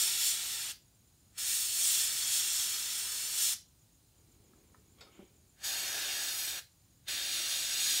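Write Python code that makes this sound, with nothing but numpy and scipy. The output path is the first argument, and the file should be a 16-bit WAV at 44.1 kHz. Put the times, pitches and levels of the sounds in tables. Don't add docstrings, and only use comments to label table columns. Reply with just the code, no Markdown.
import sys
import numpy as np
from scipy import signal
from scipy.fft import rfft, irfft
from scipy.io import wavfile
from scipy.ndimage import uniform_filter1d

SR = 44100
rng = np.random.default_rng(int(sys.argv[2]) if len(sys.argv) > 2 else 0)


def generate_wav(signal):
    frames = np.transpose(np.atleast_2d(signal))
    scaled = np.clip(frames, -1, 1) * 32767
    pcm = np.round(scaled).astype(np.int16)
    wavfile.write(sys.argv[1], SR, pcm)


def field_ratio(decibels):
    return 10 ** (np.asarray(decibels, dtype=float) / 20)


N = 352800
T = np.arange(N) / SR
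HZ = np.fft.rfftfreq(N, 1 / SR)
# [f/Hz], [width/Hz], [level/dB], [t60/s]
BARREL = [(750, 350, -9, .022), (990, 300, -8, .022), (1340, 450, -5, .02), (1800, 710, -5, .02)]
CUP = [(580, 300, -7, .1), (680, 650, -5.5, .25), (1380, 500, -4, .07), (2100, 900, 0, .045),
       (2800, 3000, -3, .05), (3400, 600, -5, .05), (3750, 500, 0, .06), (4500, 500, -2, .06),
       (5220, 500, -3, .06), (6900, 800, -6, .05)]
BENCH = [(560, 360, -2, 0.1), (1600, 400, -11, .036)]


def evened(x):
    return x / np.sqrt(np.mean(x ** 2) + 1e-20)


def read(points, hz):
    f, value = np.transpose(points)
    return np.interp(np.log(hz + 1), np.log(f + 1), value)


def add(mix, s, sound):
    part = mix[round(s * SR):][:len(sound)]
    part += sound[:len(part)]


def coloured(gain):
    size = 2 * len(gain) - 2
    return evened(irfft(rfft(rng.standard_normal(size)) * gain, size))


def wander(hz):
    slow = coloured(1 / (1 + (HZ[:N // 32 + 1] / hz) ** 2))
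    return np.interp(T, T[::16], slow)


def band(hz, width, at=HZ):
    return 1 / (1 + (2 * (at - hz) / width) ** 2)


def step_up(hz, sharp, at):
    return 1 / (1 + (hz / (at + 1)) ** sharp)


def airbrush():
    # fully open [t/s], let go [t/s], last part of press [dB/s], creep of first leak [dB/s]
    bursts = [
        (0.0, 0.716, 1900, 450),
        (1.381, 3.535, 1900, 430),
        (5.644, 6.592, 762, 320),
        (7.085, 8.002, 1500, 800),
    ]
    # fizz on the work [level/dB], its drift [dB/s], nozzle rush [rel dB], top edge [rel dB]
    flows = [
        (-35.5, -4.5, -13, -11),
        (-39.5, 0.4, -12.5, -5),
        (-38, 0.5, -10, -2),
        (-38, 1, -9.5, -8),
    ]
    # [f/Hz], [level/dB per Hz]
    colours = [
        [(88, -56), (150, -27), (501, -25), (934, -14.5), (1070, -18), (1350, -10), (2120, -12.5), (3510, -8),
         (4880, -5), (8420, -10), (15700, -8)],
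        [(88, -58), (150, -27), (1070, -16.5), (1330, -9), (2160, -13.5), (3510, -6), (4880, -5.5), (5280, -3),
         (8260, -6.5), (10800, -8.5), (15700, -22)],
        [(88, -54), (150, -33), (531, -8), (769, -9.5), (1050, -12.5), (1640, 0), (1960, -6.5), (3650, -6),
         (3940, -3), (6670, -7.5), (15700, -6)],
        [(88, -56), (150, -31), (621, -12), (1050, -16.5), (1550, -7), (2950, -6.5), (3650, 1), (5380, -4.5),
         (6800, -2.5), (7350, -5), (12000, -10), (15700, -12)],
    ]
    # [f/Hz], [width/Hz], [depth 0-1]
    gaps = [
        [(1040, 110, 0.43), (4820, 250, 0.8), (9050, 270, 0.4), (13600, 500, .5), (14880, 150, .3)],
        [(1090, 74, 0.54), (4860, 190, 0.7), (8880, 330, 0.5), (11110, 290, 0.8), (13100, 400, .3),
         (14880, 150, .4), (11900, 150, .2), (6220, 100, .55), (3680, 65, 0.2), (5780, 120, .4), (9080, 60, .5),
         (12700, 120, .4), (14350, 100, .3)],
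        [(514, 65, 1), (5360, 250, 0.66), (7460, 300, 0.4), (9100, 330, 0.5), (3890, 90, .6), (4840, 70, 0.6),
         (4200, 50, 0.3), (5950, 60, .5), (7330, 200, .5), (12650, 150, .4), (14680, 200, .45), (8820, 80, .5)],
        [(470, 90, 0.7), (1020, 94, 0.54), (5380, 250, 0.7), (7340, 350, 0.8), (6150, 220, 0.6),
         (15420, 300, 0.4), (11900, 200, .4), (3890, 90, .6), (4780, 63, 0.6), (3430, 60, .5), (8600, 110, 0.5),
         (6050, 50, .5), (12650, 150, .4), (12950, 150, .3), (14680, 200, .45)],
    ]
    # [f/Hz],
    # [width/Hz], [level/dB]
    open_echoes = [(383, 37, -19), (970, 58, -19.5), (1830, 220, -13), (3530, 150, -4), (5375, 140, -3.5),
                   (7150, 230, -1.5), (8410, 440, -1), (9600, 180, -4), (11270, 100, -6), (12620, 190, -4.5),
                   (13100, 90, -19), (14220, 260, -7.5), (15250, 160, -8),
                   (2304, 33, -9.5), (2733, 44, -8), (2970, 57, -10), (3285, 19, 0), (4010, 19, -2.5),
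                 (4420, 74, -1.5), (5500, 26, -7), (5980, 49, -3), (6670, 25, -3), (6770, 15, 0.5),
                 (10230, 40, -3.5), (13720, 90, -12), (14550, 120, -11)]
    # [f/Hz], [width/Hz], [level/dB]
    screened_echoes = [(340, 55, -14), (660, 130, -17.5), (1650, 130, -7.5), (3657, 140, 2), (4520, 150, -1),
                       (5010, 200, -2), (5800, 145, 0), (6720, 290, -0.5), (8060, 330, -4),
                       (10000, 170, -13.5), (11100, 270, -9.5), (12300, 240, -9), (14250, 240, -15),
                       (15300, 450, -14),
                       (2415, 37, -7), (2780, 41, -3), (2990, 50, -7.5), (3235, 72, -4), (4220, 75, -0.5),
                     (4180, 80, -5.5), (7200, 30, -9), (7660, 26, -9), (8100, 29, -12), (8550, 26, 0),
                     (8800, 50, -11), (10450, 35, -15), (13150, 90, -8)]
    # [f/Hz], [width/Hz], [level/dB]
    own_bands = [
        [(1350, 62, -16), (3900, 26, -1.5), (5070, 55, -5), (5800, 130, -14), (10040, 81, -11),
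         (11800, 49, -13)],
        [(5190, 27, 0.5), (8250, 53, -10), (8800, 70, -3), (11300, 46, -6), (13300, 25, -15), (6760, 40, -9),
         (15500, 300, -11), (13130, 100, -14), (6480, 50, -10)],
        [(1730, 80, -3.5), (730, 130, -11), (5060, 290, -7), (11300, 300, -15), (370, 62, -19), (2260, 40, -13)],
        [(4030, 50, -3), (4740, 60, -8), (5630, 55, 1), (8200, 80, -13), (9920, 130, -7.5), (2800, 54, -16)],
    ]
    shared = 2 * [open_echoes] + 2 * [screened_echoes]
    echoes = [common + own for common, own in zip(shared, own_bands)]
    return sum(jet(*burst) for burst in zip(bursts, flows, colours, echoes, gaps))


def jet(press, flow, colour, lifts, gaps):
    breathe_db, shift = 1.0, .002
    start = max(round((press[0] - .13) * SR), 0)
    stop = min(round((press[1] + .06) * SR), N)
    t = T[start:stop]
    frames = (stop - start) // 512 + 5
    hz = np.fft.rfftfreq(2048, 1 / SR)[:, None]
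    a, b, patches = rng.standard_normal((frames, len(hz), 3)).T
    patches = evened(uniform_filter1d(uniform_filter1d(patches, 14, 0), 12, 1))
    swayed_hz = hz * (1 + .0015 * wander(1.5)[::512][:frames])
    own = rng.standard_normal((frames, len(lifts), 2)).T
    own = evened(uniform_filter1d(uniform_filter1d(own, size=10), size=10))

    smooth = field_ratio(read(colour, hz))
    power = (field_ratio(-5.5) * smooth) ** 2
    for (f, width, db), swell, slip in zip(lifts, *own):
        power = power + field_ratio(db + breathe_db * swell) ** 2 * band(f * (1 + shift * slip), width, swayed_hz)
    whistle_db = -3 - 28 * abs(t[0] + np.arange(frames) * 512 / SR - 7.17)
    near = np.hypot(np.sqrt(power), field_ratio(whistle_db) * np.sqrt(band(15640, 240, hz)))
    for f, width, depth in gaps:
        near = near * (1 - min(depth, .95) * band(f, width, swayed_hz))

    mid, top = step_up(2560, 11.2, hz), step_up(9060, 4.7, hz)
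    shares = (1 - mid, mid * (1 - top), top)
    fizz_db, rush_db, edge_db = controls(t, press, flow)
    flutter = field_ratio(0.39 * wander(27.0) + 0.31 * wander(300.))[start:stop]
    out = np.zeros((2, N))
    for k, shape in enumerate((near * field_ratio(0.98 * patches), smooth)):
        parts = []
        for share in shares:
            noise = signal.istft((a + 1j * b) * shape * np.sqrt(share), nperseg=2048, noverlap=1536)[1]
            parts.append(evened(noise[:len(t)]))
        rush, fizz, edge = parts
        out[k, start:stop] = field_ratio(rush_db) * rush + flutter * (field_ratio(fizz_db) * fizz + field_ratio(edge_db) * edge)
    return out


def controls(t, press, flow):
    # centre [t/s], half length [s], nearer the work [dB], turned to the microphone [dB]
    moves = [(0.0, 0.14, 5.5, 5.5), (0.263, 0.08, 6.5, 5), (.52, 0.036, 1.5, 3), (.73, 0.069, -1, -5),
             (1.38, 0.054, -0.5, 1.5), (1.544, .11, 5.5, 2), (1.706, 0.14, -3, 4), (1.898, 0.22, 7.5, 1.5),
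             (2.095, 0.043, -1.5, -1), (2.35, 0.057, 3, 3.5), (2.422, 0.37, 4, -1), (2.597, 0.052, 3, -0.5),
             (3.407, .035, 2, 0.5), (3.472, 0.11, 5.5, 3.5), (6, 0.25, 1, -9), (6.38, 0.079, -1.5, 3),
             (6.61, 0.1, -5, -4), (7.138, 0.089, 1, -3), (7.367, 0.06, 2, -2), (7.528, 0.092, 2.5, 0.5),
             (7.917, 0.22, 4.5, 2.5)]
    press_db, shut_db_per_s = 13, 1300
    rush_near, rush_turn, rush_lead = 0.46, 0.37, 0.38
    fizz_lag, edge_lag = 0.47, 0.99
    opened, shut, press_rate, creep_rate = press
    fizz_db, drift, rush_db, edge_db = flow
    near_db, turn_db = sum(np.outer((near, turn), np.exp(-abs((t - s) / half) ** 1.96))
                           for s, half, near, turn in moves)
    early_s = np.maximum(opened - t, 0)
    lack_db = np.minimum(early_s * press_rate, press_db)
    leak_db = creep_rate * np.maximum(early_s - press_db / press_rate, 0)
    closing_db = shut_db_per_s * np.maximum(t - shut, 0)
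    valve_db = fizz_db + drift * (t - opened) - lack_db - leak_db - closing_db
    return (valve_db + near_db - fizz_lag * leak_db,
            valve_db + rush_db + rush_near * near_db - rush_turn * turn_db + rush_lead * lack_db,
            valve_db + edge_db + near_db + turn_db - edge_lag * lack_db)


def rubbing():
    # [t/s], [level/dB]
    drag = [
        (4, -87),
        (4.2, -75.5),
        (4.6, -69.5),
        (4.93, -75),
        (5.06, -65.5),
        (5.12, -69.5),
        (5.25, -70),
        (5.5, -83),
    ]
    # [f/Hz], [level/dB per Hz]
    paper = [(700, -6), (1100, -8), (1350, -4), (1800, -11), (2300, 1), (2680, -7), (3100, -2), (3600, -7),
             (4300, -15), (6000, -24), (12000, -60)]
    s, db = np.transpose(drag)
    effort = (T > s[0]) * (T < s[-1]) * field_ratio(np.interp(T, s, db))
    cloth = coloured(band(373, 150) + 0.55 * band(190, 80) + 0.11 * band(860, 700))
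    out = effort * field_ratio(.6 * wander(30.)) * cloth
    outside = np.maximum((5.13 - T) / .07, 0) + np.maximum((T - 5.22) / 0.11, 0)
    slap_fall_db = np.maximum(60 * (T - 5.0) / 0.43, 20 * (5.0 - T) / 0.039)
    scrape = np.hypot(field_ratio(-68 - 20 * outside), field_ratio(-66 - slap_fall_db))
    rustle = np.hypot(scrape, effort / field_ratio(11))
    return out + rustle * field_ratio(1.0 * wander(90.)) * coloured(field_ratio(read(paper, HZ)))


def knocks():
    # [t/s], [peak level/dB], body
    hits = [(4.535, -62, BARREL), (4.581, -68, BARREL), (4.697, -62, BARREL), (4.744, -56, BARREL),
            (4.753, -62, BARREL), (4.983, -73, CUP), (5.007, -58, CUP), (5.012, -59, CUP),
            (5.023, -62, CUP), (5.034, -67, CUP), (5.05, -68, CUP), (5.069, -70, CUP), (5.192, -57, BENCH)]
    out, t = np.zeros(N), T[:8192]
    at_hz = np.fft.rfftfreq(len(t), 1 / SR)
    for s, hit_db, body in hits:
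        for hz, width, db, t60 in body:
            decay = field_ratio(hit_db + db - 60 * t / t60) * np.minimum(t / 0.0024, 1)
            add(out, s, decay * coloured(band(hz, width, at_hz)))
    return out


def rings():
    # [t/s], [level/dB], [f/Hz], [t60/s]
    modes = [(4.401, -54, 105, 0.1), (4.533, -64, 1300, .035), (4.533, -68, 1650, .03),
             (4.533, -68, 780, .04), (4.745, -59, 1750, .022), (4.745, -67, 2050, .02),
             (4.746, -55, 1290, .03), (4.7465, -59, 1010, 0.029), (4.748, -62, 830, .03),
             (4.748, -60, 700, .025), (4.534, -60, 239, .05), (4.756, -60, 416, .04), (5.2, -63, 1400, .04),
             (4.984, -65, 3300, .06), (4.986, -65, 1140, .06), (5.0065, -60, 7800, 0.12),
             (5.0095, -62, 11940, .035), (5.008, -63, 6200, .04), (5.008, -62, 7150, .05),
             (5.0095, -55, 3750, .08), (5.0095, -56, 4860, .06), (5.012, -57, 4430, .09),
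             (5.012, -58, 5200, .07), (5.012, -58, 2620, .045), (5.013, -54, 1410, .06),
             (5.021, -57, 3600, .06), (5.02, -55, 4400, .06), (5.03, -59, 3500, .05),
             (5.03, -57, 4500, .05), (5.045, -63, 5100, .07), (5.085, -60, 1300, .05),
             (5.013, -58, 2090, .05), (5.011, -54, 470, .07), (5.031, -61, 5100, .06),
             (5.069, -59, 1260, .07), (5.173, -66, 1350, .06), (5.1916, -44, 195, 0.068),
             (5.1903, -44.5, 377, 0.067), (5.192, -63, 1000, .05), (5.196, -59, 760, .08),
             (5.202, -59, 570, 0.07), (5.204, -61, 1420, .05), (5.2185, -52, 230, .03),
             (5.2255, -45.5, 375, 0.045), (5.227, -63, 800, .04), (5.238, -51, 370, .045),
             (7.1, -61, 327, 0.046)]
    out, t = np.zeros(N), T[:8192]
    for s, db, hz, t60 in modes:
        attack = np.minimum(t / np.clip(1.5 / hz, .0013, .0024), 1)
        add(out, s, -field_ratio(db - 60 * t / t60) * attack * np.sin(2 * np.pi * hz * t))
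    return out


def crickets():
    # first [t/s], last [t/s], peak [level/dB]
    high_cricket = [(0.799, 1.308, -72), (3.661, 3.926, -73), (4.054, 4.054, -79), (4.16, 4.296, -71.5),
                    (4.42, 4.542, -73), (4.652, 4.898, -72.5), (5.133, 5.133, -71.5), (5.221, 5.221, -75),
                    (5.342, 5.474, -71.5), (6.698, 6.954, -72.5)]
    low_cricket = [(0.857, 1.258, -69), (3.659, 3.925, -68), (4.058, 4.058, -72), (4.188, 4.456, -68.5),
                   (4.585, 4.99, -68.5), (5.12, 5.518, -68.5), (6.77, 7.04, -69)]
    chirp_s, scatter_db, slide_scatter, third_db = .128, 1., .15, -13
    out, t = np.zeros(N), np.arange(round(.014 * SR)) / SR
    stroke = np.sin(np.pi * t / t[-1])
    # runs, start f/Hz, slide Hz/s, second stroke dB, stroke gap s, lead s
    songs = ((high_cricket, 7600, -58000, 4.5, .0235, .006), (low_cricket, 6860, -20000, -2., .0245, .004))
    for runs, hz, slide, second_db, gap, lead in songs:
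        for first, last, db in runs:
            for s in np.linspace(first, last, round((last - first) / chirp_s) + 1):
                a, b = rng.standard_normal(2)
                cycles = hz * t + slide * (1 + slide_scatter * b) * t ** 2 / 2
                tone = field_ratio(db + scatter_db * a) * stroke * np.sin(2 * np.pi * cycles)
                add(out, s - lead, tone)
                add(out, s - lead + gap, field_ratio(second_db) * tone)
                add(out, s - lead + 2 * gap, field_ratio(third_db) * tone)
    return out


def garage(x):
    # [f/Hz], [t60/s]
    decay = [(200, 0.24), (1000, 0.18), (4000, 0.27), (6000, 0.24), (9000, 0.2), (15000, 0.21)]
    taps = np.zeros(SR // 2)
    at = np.arange(150, len(taps) - 20, 20)
    taps[at + rng.integers(0, 20, len(at))] = rng.choice([-1., 1.], len(at))
    hz, t, z = signal.stft(taps, SR, nperseg=256)
    tail = signal.istft(z * field_ratio(-60 * t / read(decay, hz)[:, None]), SR, nperseg=256)[1]
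    echo, tail_hz = rfft(tail), np.fft.rfftfreq(len(tail), 1 / SR)
    level = np.sqrt(uniform_filter1d(abs(echo) ** 2, size=30) / read(decay, tail_hz))
    tail = irfft(echo / level, len(tail)) * (np.arange(len(tail)) < .45 * SR)
    return signal.fftconvolve(x, tail / np.linalg.norm(tail))[:N]


def quiet():
    # [f/Hz], [level/dB per Hz]
    hum_colour = [(15, -52), (25, -29), (45, -6.5), (75, -3), (105, -3.5), (160, -9.5), (210, -13.5),
                  (320, -16.5), (450, -24.5), (600, -26), (800, -34), (1500, -60)]
    hiss_colour = [(410, -27), (700, -5), (1930, -10), (3000, -8), (4010, -7), (5630, -8), (6250, -4.5),
                   (6930, -4.5), (8000, -7), (9110, -5.5), (10200, -9), (15800, -8.5)]
    # [f/Hz], [width/Hz], [level over the hiss/dB]
    chorus_bands = [(4080, 220, -1), (8500, 130, -4), (9500, 400, -2), (10650, 200, 2), (8950, 250, -3),
                    (11100, 100, -6), (13750, 700, -6), (15400, 300, -2), (4970, 720, -4.5)]
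    hum_db, hiss_db = -67, -70.5
    hum = field_ratio(hum_db + .9 * wander(3.)) * coloured(field_ratio(read(hum_colour, HZ)))
    hiss = field_ratio(read(hiss_colour, HZ))
    chorus = hiss * np.sqrt(sum(field_ratio(db) ** 2 * band(hz, width) ** 2 for hz, width, db in chorus_bands))
    far = field_ratio(-8.5 + 1.2 * wander(6.)) * coloured(chorus)
    return hum + field_ratio(hiss_db) * (coloured(hiss) + far)


def scene():
    brush, spread = airbrush()
    hand = rubbing() + knocks() + rings()
    insects = crickets()
    echoes = garage(field_ratio(-11.0) * spread + field_ratio(-8.0) * hand + field_ratio(-4) * insects)
    return np.tile(field_ratio(-2.08) * brush + hand + insects + echoes + quiet(), (2, 1))


def band_limit(x):
    return signal.sosfilt(signal.butter(12, 16780, fs=SR, output="sos"), x)


def record(dry):
    # [t/s], low edge [f/kHz], high edge [f/kHz]
    splits = [(1.45, 11, 12.4), (1.45, 13.8, 15.2), (1.82, 6.9, 8.3), (1.82, 11, 12.4), (2.1, 4.7, 6.3),
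              (2.1, 12.4, 14.5), (2.12, 6.3, 7.6), (2.75, 4.7, 5.7), (2.75, 9.6, 12.4), (3.07, 4.1, 5.7),
              (3.07, 14.5, 15.8), (3.26, 5.7, 6.9), (3.45, 10.3, 11.7), (4.05, 6.3, 7.6), (4.05, 11, 12.4),
              (4.45, 4.7, 6.3), (5.44, 14.5, 15.8), (5.89, 5.2, 6.3), (5.91, 4.1, 5.2), (6, 5.7, 6.9),
              (6.1, 10.3, 12.4), (6.1, 13.1, 15.2), (6.16, 11.7, 13.1), (6.31, 13.8, 15.8),
              (6.81, 5.7, 7.6), (7.24, 5.2, 6.3), (7.24, 9, 11), (7.67, 4.7, 5.7), (7.67, 6.9, 8.3),
              (7.67, 10.3, 11.7), (7.77, 4.1, 5.2)]
    edge_hz = 15760
    window, hz = signal.windows.kaiser_bessel_derived(2048, 4 * np.pi), np.fft.rfftfreq(2048, 1 / SR)
    out = dry.copy()
    for s, low, high in splits:
        block = round((s * SR - 350) / 1024) - 1
        at = slice(350 + 1024 * block, 350 + 1024 * (block + 2))
        patch = rfft(window * dry[0, at]) * (hz > 1000 * low) * (hz < 1000 * high)
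        other = patch * np.exp(2j * np.pi * rng.random(len(hz)))
        out[:, at] += window * irfft([.9 * other - .3 * patch, -.9 * other - .3 * patch])
    limited = irfft(rfft(out) * np.clip((edge_hz - HZ) / 60 + .5, 0, 1), N)
    return band_limit(limited)


dry = scene()
out = record(dry)
generate_wav(out)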